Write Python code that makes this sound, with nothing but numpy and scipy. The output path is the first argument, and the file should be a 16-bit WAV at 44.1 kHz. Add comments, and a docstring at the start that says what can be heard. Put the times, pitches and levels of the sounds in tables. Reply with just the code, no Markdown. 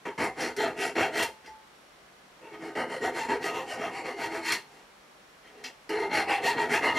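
"""In a small workshop, a needle file is pushed and pulled across the spine of a knife blank held in a vice.
Each tooth that crosses the edge gives a tick, so a buzz glides up and down with the speed of every stroke.
Torn grit adds rasp and hiss, and both ticks and grit ring in the blade. There are also light rubs, and
short rings when the file or fingers catch on an edge. Room hush and thin electrical tones lie underneath."""
import sys
import numpy as np
from scipy import signal
from scipy.io import wavfile
from scipy.ndimage import uniform_filter1d

SR = 44100
rng = np.random.default_rng(int(sys.argv[2]) if len(sys.argv) > 2 else 0)


def unload_wav(signal):
    """Save mono or channel-first audio to the path in sys.argv[1] as 16-bit WAV at rate SR, clipped to [-1, 1]."""
    wavfile.write(
        sys.argv[1],
        SR,
        np.round(np.clip(np.atleast_2d(signal).T, -1, 1) * 32767).astype(np.int16),
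    )


N = 307818

# File strokes, alternately push and pull: (bites from t/s, hardest at t/s, swell t/s, fade t/s,
# teeth per second at full speed f/Hz, buzz level/dB, rasp against buzz level/dB, hiss against buzz level/dB)
STROKES = [(0.052, 0.059, 0.027, 0.15, 376.4, -33.5, -7, -21),
           (0.177, 0.226, 0.148, 0.18, 320.5, -29, -3.5, -14),
           (0.294, 0.429, 0.134, 0.22, 332.3, -32.6, -2, -8.3),
           (0.565, 0.612, 0.111, 0.24, 628, -27.5, -5.5, -14),
           (0.689, 0.832, 0.141, 0.2, 721.8, -31.5, -1, -6.5),
           (0.953, 1.011, 0.177, 0.19, 737, -25.5, -3, -15),
           (1.036, 1.201, 0.166, 0.18, 983, -30.5, 1.1, -5.5),
           (2.325, 2.468, 0.143, 0.14, 439.4, -47.5, -7, -22),
           (2.468, 2.541, 0.07, 0.1, 418, -44.5, -3.5, -20),
           (2.501, 2.657, 0.155, 0.19, 319.2, -38.5, -8.5, -18),
           (2.752, 2.8, 0.194, 0.16, 499.8, -30.5, -6, -18.5),
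           (2.795, 2.936, 0.14, 0.19, 568.2, -35.5, -5.5, -14.5),
           (3.01, 3.052, 0.119, 0.15, 816.7, -28, -6, -17),
           (3.053, 3.188, 0.136, 0.24, 886.7, -33.5, -3, -11),
           (3.284, 3.311, 0.096, 0.18, 535.5, -26.5, -7.5, -20.5),
           (3.345, 3.46, 0.117, 0.17, 648.7, -32.5, -1.6, -9),
           (3.459, 3.564, 0.105, 0.22, 534.8, -33, -7, -13),
           (3.584, 3.722, 0.138, 0.13, 639.6, -38.5, -1.5, -6.5),
           (3.627, 3.848, 0.22, 0.156, 744.1, -33.5, -5, -17),
           (3.787, 3.982, 0.195, 0.15, 303.6, -37.5, -2.5, -13),
           (4.002, 4.064, 0.063, 0.24, 545.3, -35.5, -3.5, -14.5),
           (4.052, 4.248, 0.197, 0.105, 915, -34, -2, -10),
           (4.161, 4.362, 0.202, 0.16, 688, -35, -4.5, -13.5), (4.321, 4.512, 0.193, 0.17, 1078, -38, 9, 3),
           (5.892, 6.028, 0.7, 0.15, 421.3, -29.5, -7.5, -20),
           (6.024, 6.168, 0.145, 0.19, 782, -27.5, 0.3, -10),
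           (6.214, 6.314, 0.098, 0.21, 877, -26, -2.2, -16.5),
           (6.356, 6.475, 0.119, 0.17, 928.5, -27, -0.5, -8),
           (6.489, 6.603, 0.114, 0.19, 933, -27.5, -3.5, -17.5),
           (6.619, 6.746, 0.128, 0.14, 896, -27.5, 1.7, -10.5),
           (6.755, 6.859, 0.105, 0.2, 979, -27, 1.2, -15),
           (6.861, 7.003, 0.142, 0.074, 542.4, -28.5, 3.5, -7)]


def amp(db):
    """Turn decibels into a gain."""
    return 10 ** (np.asarray(db) / 20)


def rms_one(x):
    """Scale a sound to an average (rms) level of 1."""
    return x / np.sqrt(np.mean(x ** 2) + 1e-20)


def evened(x, window_s):
    """Divide out the running level, so the loudness stays nearly even."""
    return x / np.sqrt(uniform_filter1d(x ** 2, round(window_s * SR)) + 1e-12)


def at_hz(points, hz):
    """Read a table between its points, on a log-frequency axis."""
    points = np.array(points)
    return np.interp(np.log(hz), np.log(points[:, 0]), points[:, 1])


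def filtered(x, order, hz, kind="low"):
    """Keep the part of a sound below, above or between the given frequencies."""
    return signal.sosfilt(signal.butter(order, hz, kind, fs=SR, output="sos"), x)


def resonance(x, hz, width_hz):
    """Ring at one pitch: two poles, with gain 1 at the top of the peak."""
    r = np.exp(-np.pi * width_hz / SR)
    top = np.array([1, 0, -1]) * (1 - r * r) / 2
    return signal.lfilter(top, [1, -2 * r * np.cos(2 * np.pi * hz / SR), r * r], x)


def bands(x):
    """Half-octave bands with their centres; signs alternate so that neighbours add up where they meet."""
    edges = 25 * 2 ** np.arange(0, 9.6, .5)
    for k, (low, high) in enumerate(zip(edges, edges[1:])):
        yield np.sqrt(low * high), (-1) ** k * filtered(x, 2, [low, high], "band")


def drift(per_s):
    """Slow chance with spread 1: straight lines between random points, per_s of them each second."""
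    knots = rng.standard_normal(round(N / SR * 200) + 2)
    place = np.arange(N) / SR * min(per_s, 200)
    return np.sqrt(1.5) * np.interp(place, np.arange(len(knots)), knots)


def hush():
    """Steady room and preamp noise, alike left and right mostly in the bass, plus wavering electrical tones."""
    # colour of the noise: (f/Hz, relative level per Hz/dB)
    hush_colour = [(25, 6), (55, 1), (90, -8.5), (200, 0.5), (500, 3.5), (1300, 2.5), (3000, -4.5),
                   (6000, -12), (11000, -19), (15500, -28)]
    # how alike left and right are: (f/Hz, likeness from 0 to 1)
    hush_likeness = [(60, 0.91), (130, 0.82), (290, 0.71), (640, 0.28), (1500, 0.16)]
    # electrical tones: (f/Hz, middle rms level/dB)
    whine_tones = [(150, -77), (199, -77), (5545, -80), (11084, -82)]
    noise = 0
    for hz, (mid, side) in bands(rng.standard_normal((2, N))):
        alike = np.clip(at_hz(hush_likeness, hz), 0, 1)
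        stereo = np.sqrt(1 + alike) * mid + np.sqrt(1 - alike) * side * [[1], [-1]]
        noise = noise + amp(at_hz(hush_colour, hz)) * stereo
    t = np.arange(N) / SR
    tones = 0
    for hz, db in whine_tones:
        tones = tones + np.sqrt(2) * amp(db + 2 * drift(18)) * np.sin(2 * np.pi * hz * t)
    return amp(-55) * rms_one(noise) + tones


def workshop(x):
    """The room answers with dying noise; a second, unrelated answer parts left from right."""
    # strength of the second answer: (f/Hz, level/dB)
    side_width = [(60, -28), (150, -52), (380, -77), (700, -21), (1300, -40.5), (2380, -20), (5980, -22),
                  (9000, -6.5), (15000, -11)]
    room_t60_s, room_db = .24, -10      # time to die by 60 dB; answer against the direct sound
    t = np.arange(round(.5 * SR)) / SR
    tails = rng.standard_normal((2, len(t))) * amp(-60 * t / room_t60_s) * (t > .003)
    tails = tails / np.sqrt(np.sum(tails ** 2, axis=1, keepdims=True))
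    mid = x + amp(room_db) * signal.fftconvolve(x, tails[0])[:N]
    answer = signal.fftconvolve(x, tails[1])[:N]
    side = sum(amp(at_hz(side_width, hz)) * band for hz, band in bands(answer))
    side = side + 0.13 * filtered(mid, 1, 4000, "high")      # the treble leans a little to the left
    return mid + side * [[1], [-1]]


def grit(per_s, spread_db, low_hz):
    """Burrs and chips tear at random, a few much harder than the rest; too brief to push the bass."""
    strengths = amp(spread_db * np.minimum(rng.exponential(1, N), 5))
    sizes = strengths * rng.choice([-1, 1], N)
    tears = rms_one(sizes * (rng.random(N) < per_s / SR))
    return filtered(tears, 1, low_hz, "high")


def steel(force, modes_db, shift_db):
    """The force rings in the blade's modes (its own pitches) over the broad response of vice and bench."""
    # modes of the held blade: (f/Hz, least width f/Hz, level against the other modes/dB)
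    blade_modes = [(187.2, 8.9, -2), (252.4, 37.5, -6), (325, 6.2, 0.5), (409.7, 30.7, 0), (525, 81, -15.5),
                   (650, 26, -14), (787, 60, -6.5), (841, 38, -7), (924, 32, -8.5), (1250, 10.5, -12),
                   (1539, 49, -13.5), (1600, 17, -31), (1800, 11.7, -41), (1872, 11.7, 1.5),
                   (1907, 20, -5.5), (2100, 35, 1), (2194, 32, -1.5), (2730, 172, -10), (2857, 150, -10.5),
                   (3138.7, 20, -13.5), (4200, 57, -10), (4610, 17, -19.5), (4790, 54, -15.5),
                   (5630, 45, -18.5), (7340, 140, -23), (9530, 82, -24), (10100, 94, -22)]
    # vice, bench and file between the modes: (f/Hz, response level/dB)
    body_response = [(30, -19), (60, -17), (110, -3.5), (300, 5.5), (600, -12.5), (880, 1), (1100, -34.5),
                     (1900, 4), (2800, -82), (3600, -11.5), (5000, -16), (10000, -20), (13000, -23),
                     (15500, -66)]
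    out = sum(amp(at_hz(body_response, hz)) * band for hz, band in bands(force))
    for k, (hz, width_hz, db) in enumerate(blade_modes):
        wander = drift(7) + .5 * drift(35)
        grip = amp(modes_db + db + shift_db * wander)      # the moving contact finds other modes
        out = out + (-1) ** k * resonance(grip * force, hz, max(width_hz, hz / 65))
    return out


def free_ring():
    """Let go, the blade rings on in a few long modes, and a short bright rip of grit flies off."""
    # file or fingers catch on an edge or flick off it:
    # (t/s, ring level/dB, sharpness per octave above 872 Hz/dB, rip level/dB)
    let_go = [(0.207, -55.5, -8.5, -51), (0.24, -65, 8, -42), (0.407, -69.5, 15.5, -44),
              (0.565, -64, 8, -39), (1.227, -40, 1.5, -28), (1.462, -55, 4, -58), (1.478, -43, -2.5, -70),
              (1.494, -51, -2, -68), (4.46, -48, 1, -40), (4.52, -44, 6, -26), (5.643, -52.5, 8.5, -58),
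              (5.892, -50, 4.5, -43)]
    # blade undamped by the hand: (f/Hz, level against the ring level/dB, time to die by 60 dB t/s)
    free_modes = [(63, -26, .8), (371, -17, .3), (872, -2, .45), (1927, -7, .17), (2210, -10, .14),
                  (4220, -19, .14), (4910, -9, .16), (5640, -12, .16)]
    s, ring_db, sharp_db, rip_db = np.transpose(let_go)
    at = np.round(s * SR).astype(int)
    rips = np.full(N, 1e-18)
    rips[at] = amp(rip_db)
    fading = signal.lfilter([1], [1, -amp(-60 / (.12 * SR))], rips)      # each rip dies by 60 dB in 0.12 s
    chips = grit(per_s=12000, spread_db=3.0, low_hz=5000)
    out = fading * rms_one(steel(chips, modes_db=1.5, shift_db=1.5))
    for hz, db, t60 in free_modes:
        flicks = np.full(N, 1e-18)
        flicks[at] = amp(ring_db + db + sharp_db * np.log2(hz / 872))
        r, w = amp(-60 / (t60 * SR)), 2 * np.pi * hz / SR
        out = out + signal.lfilter([0, np.sin(w)], [1, -2 * r * np.cos(w), r * r], flicks)
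    return out


def arch(t, peak, swell, fade):
    """A quarter cosine up to the peak and another down."""
    distance = np.where(t < peak, (peak - t) / swell, (t - peak) / fade)
    return np.cos(np.pi / 2 * np.clip(distance, 0, 1)).clip(0)


def pressure():
    """Gains of buzz, rasp and hiss follow the press of the file; overlapping contacts add in power."""
    # light rubs of file or fingers, without a stroke of their own: (from t/s, hardest at t/s, swell t/s,
    # fade t/s, buzz level/dB, rasp against buzz level/dB, hiss against buzz level/dB)
    light_rubs = [(1.42, 1.466, 0.084, .12, -55.5, 3.5, -8), (4.66, 4.765, 0.26, 0.21, -57.5, -6.5, -7),
                  (5.4, 5.472, .1, .15, -60.5, 6, -8), (5.42, 5.605, 0.22, 0.24, -52, -9, -18),
                  (5.638, 5.644, .04, 0.15, -50, 8, 5)]
    # build-up after the file lands, in rows for buzz, rasp and hiss: (t/s)
    bite_s = [
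        [0.004],
        [0.00085],
        [0.00052],
    ]
    laws = np.array([[4.64], [7.35], [8.6]])      # powers of the arch: hiss keeps closest to the crest
    t, power = np.arange(N) / SR, np.zeros((3, N))
    for start, peak, swell, fade, *_, buzz_db, rasp_db, hiss_db in [*STROKES, *light_rubs]:
        on = (t >= start) & (t < peak + fade)
        levels = amp(buzz_db + np.array([[0], [rasp_db], [hiss_db]]))
        bite = 1 - np.exp(-(t[on] - start) / np.array(bite_s))
        power[:, on] += (levels * bite * arch(t[on], peak, swell, fade) ** laws) ** 2
    return np.sqrt(power)


def hand_speed():
    """Teeth per second: pushes and pulls alternate, so the hand speeds up, holds, and halts as it turns."""
    lag_s, speed_power, full_speed_at = .018, 6, .7      # a little behind the pressure, level near the top
    t, velocity = np.arange(N) / SR - lag_s, np.zeros(N)
    for k, (_, peak, swell, fade, top_hz, *_) in enumerate(STROKES):
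        share = np.minimum(arch(t, peak, swell, fade) ** speed_power / full_speed_at, 1)
        velocity += (-1) ** k * top_hz * share
    return np.abs(velocity)


def teeth(per_s, seated, blunt_hz):
    """One tick per tooth that crosses the edge; their rate is the pitch of the buzz."""
    shake, jitter, uneven_db = .05, .05, 1.5      # spread of speed, tooth spacing and tooth bite
    passed = np.cumsum(per_s * (1 + shake * drift(60))) / SR
    chance = rng.standard_normal((8000, 2))[:int(passed[-1])]
    marks = np.arange(len(chance)) + jitter * chance[:, 0]
    at = np.clip(np.searchsorted(passed, marks), 0, N - 1)
    ticks = np.zeros(N)
    ticks[at] = amp(uneven_db * chance[:, 1]) * (per_s[at] / 600) ** 0.19      # a faster tooth hits harder
    ticks = ticks * np.clip(1 + drift(170) / seated, .15, None)      # the file skips, biting in short runs
    ticks = filtered(ticks, 1, blunt_hz)
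    return rms_one(filtered(ticks, 2, 130, "high"))      # the vice takes up the slow push


def filing():
    """Ticks and grit drive the steel, heard as buzz, rasp and hiss under the pressure of the contact."""
    rasp_hz, hiss_hz = 1143, 3390      # where rasp and hiss begin
    seated, firm_db = .6, -25.5      # steadiness at the lightest touch; buzz level where it has doubled
    dull_hz, brisk_hz, dull_share = 550, 750, .2      # buzz above dull_hz is full only from brisk_hz teeth/s
    gains, per_s = pressure(), hand_speed()
    ticks = teeth(per_s, seated * (1 + gains[0] / amp(firm_db)), blunt_hz=5400)
    force = ticks + amp(12.5) * grit(per_s=8000, spread_db=2.0, low_hz=1050)
    top = filtered(force, 2, 8500, "high")
    force = force - .7 * np.clip(1 - per_s / 500, 0, 1) * top      # slow rubbing is duller
    sound = steel(force, modes_db=10, shift_db=4)
    buzz = filtered(sound, 4, rasp_hz)
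    rasp = filtered(sound, 4, [rasp_hz, hiss_hz], "band")
    hiss = filtered(sound, 4, hiss_hz, "high")
    deep = filtered(buzz, 1, dull_hz)
    buzz = buzz - (1 - np.clip(per_s / brisk_hz, dull_share, 1)) * (buzz - deep)
    sway = amp(-1) * resonance(gains[0] * rng.standard_normal(N), 63, 6.7)      # long blade sways in the vice
    return sum(gain * evened(part, 0.023) for gain, part in zip(gains, [buzz, rasp, hiss])) + sway


def scene():
    """Filing and ringing in the room, over the hush."""
    return workshop(filing() + free_ring()) + hush()


def record(dry):
    """The microphone drops the deep bass; the top is cut above 15.7 kHz."""
    dry = filtered(dry, 2, 52.6, "high")
    return signal.sosfilt(signal.ellip(10, .5, 70, 15700, fs=SR, output="sos"), dry)


dry = scene()
out = record(dry)
unload_wav(out)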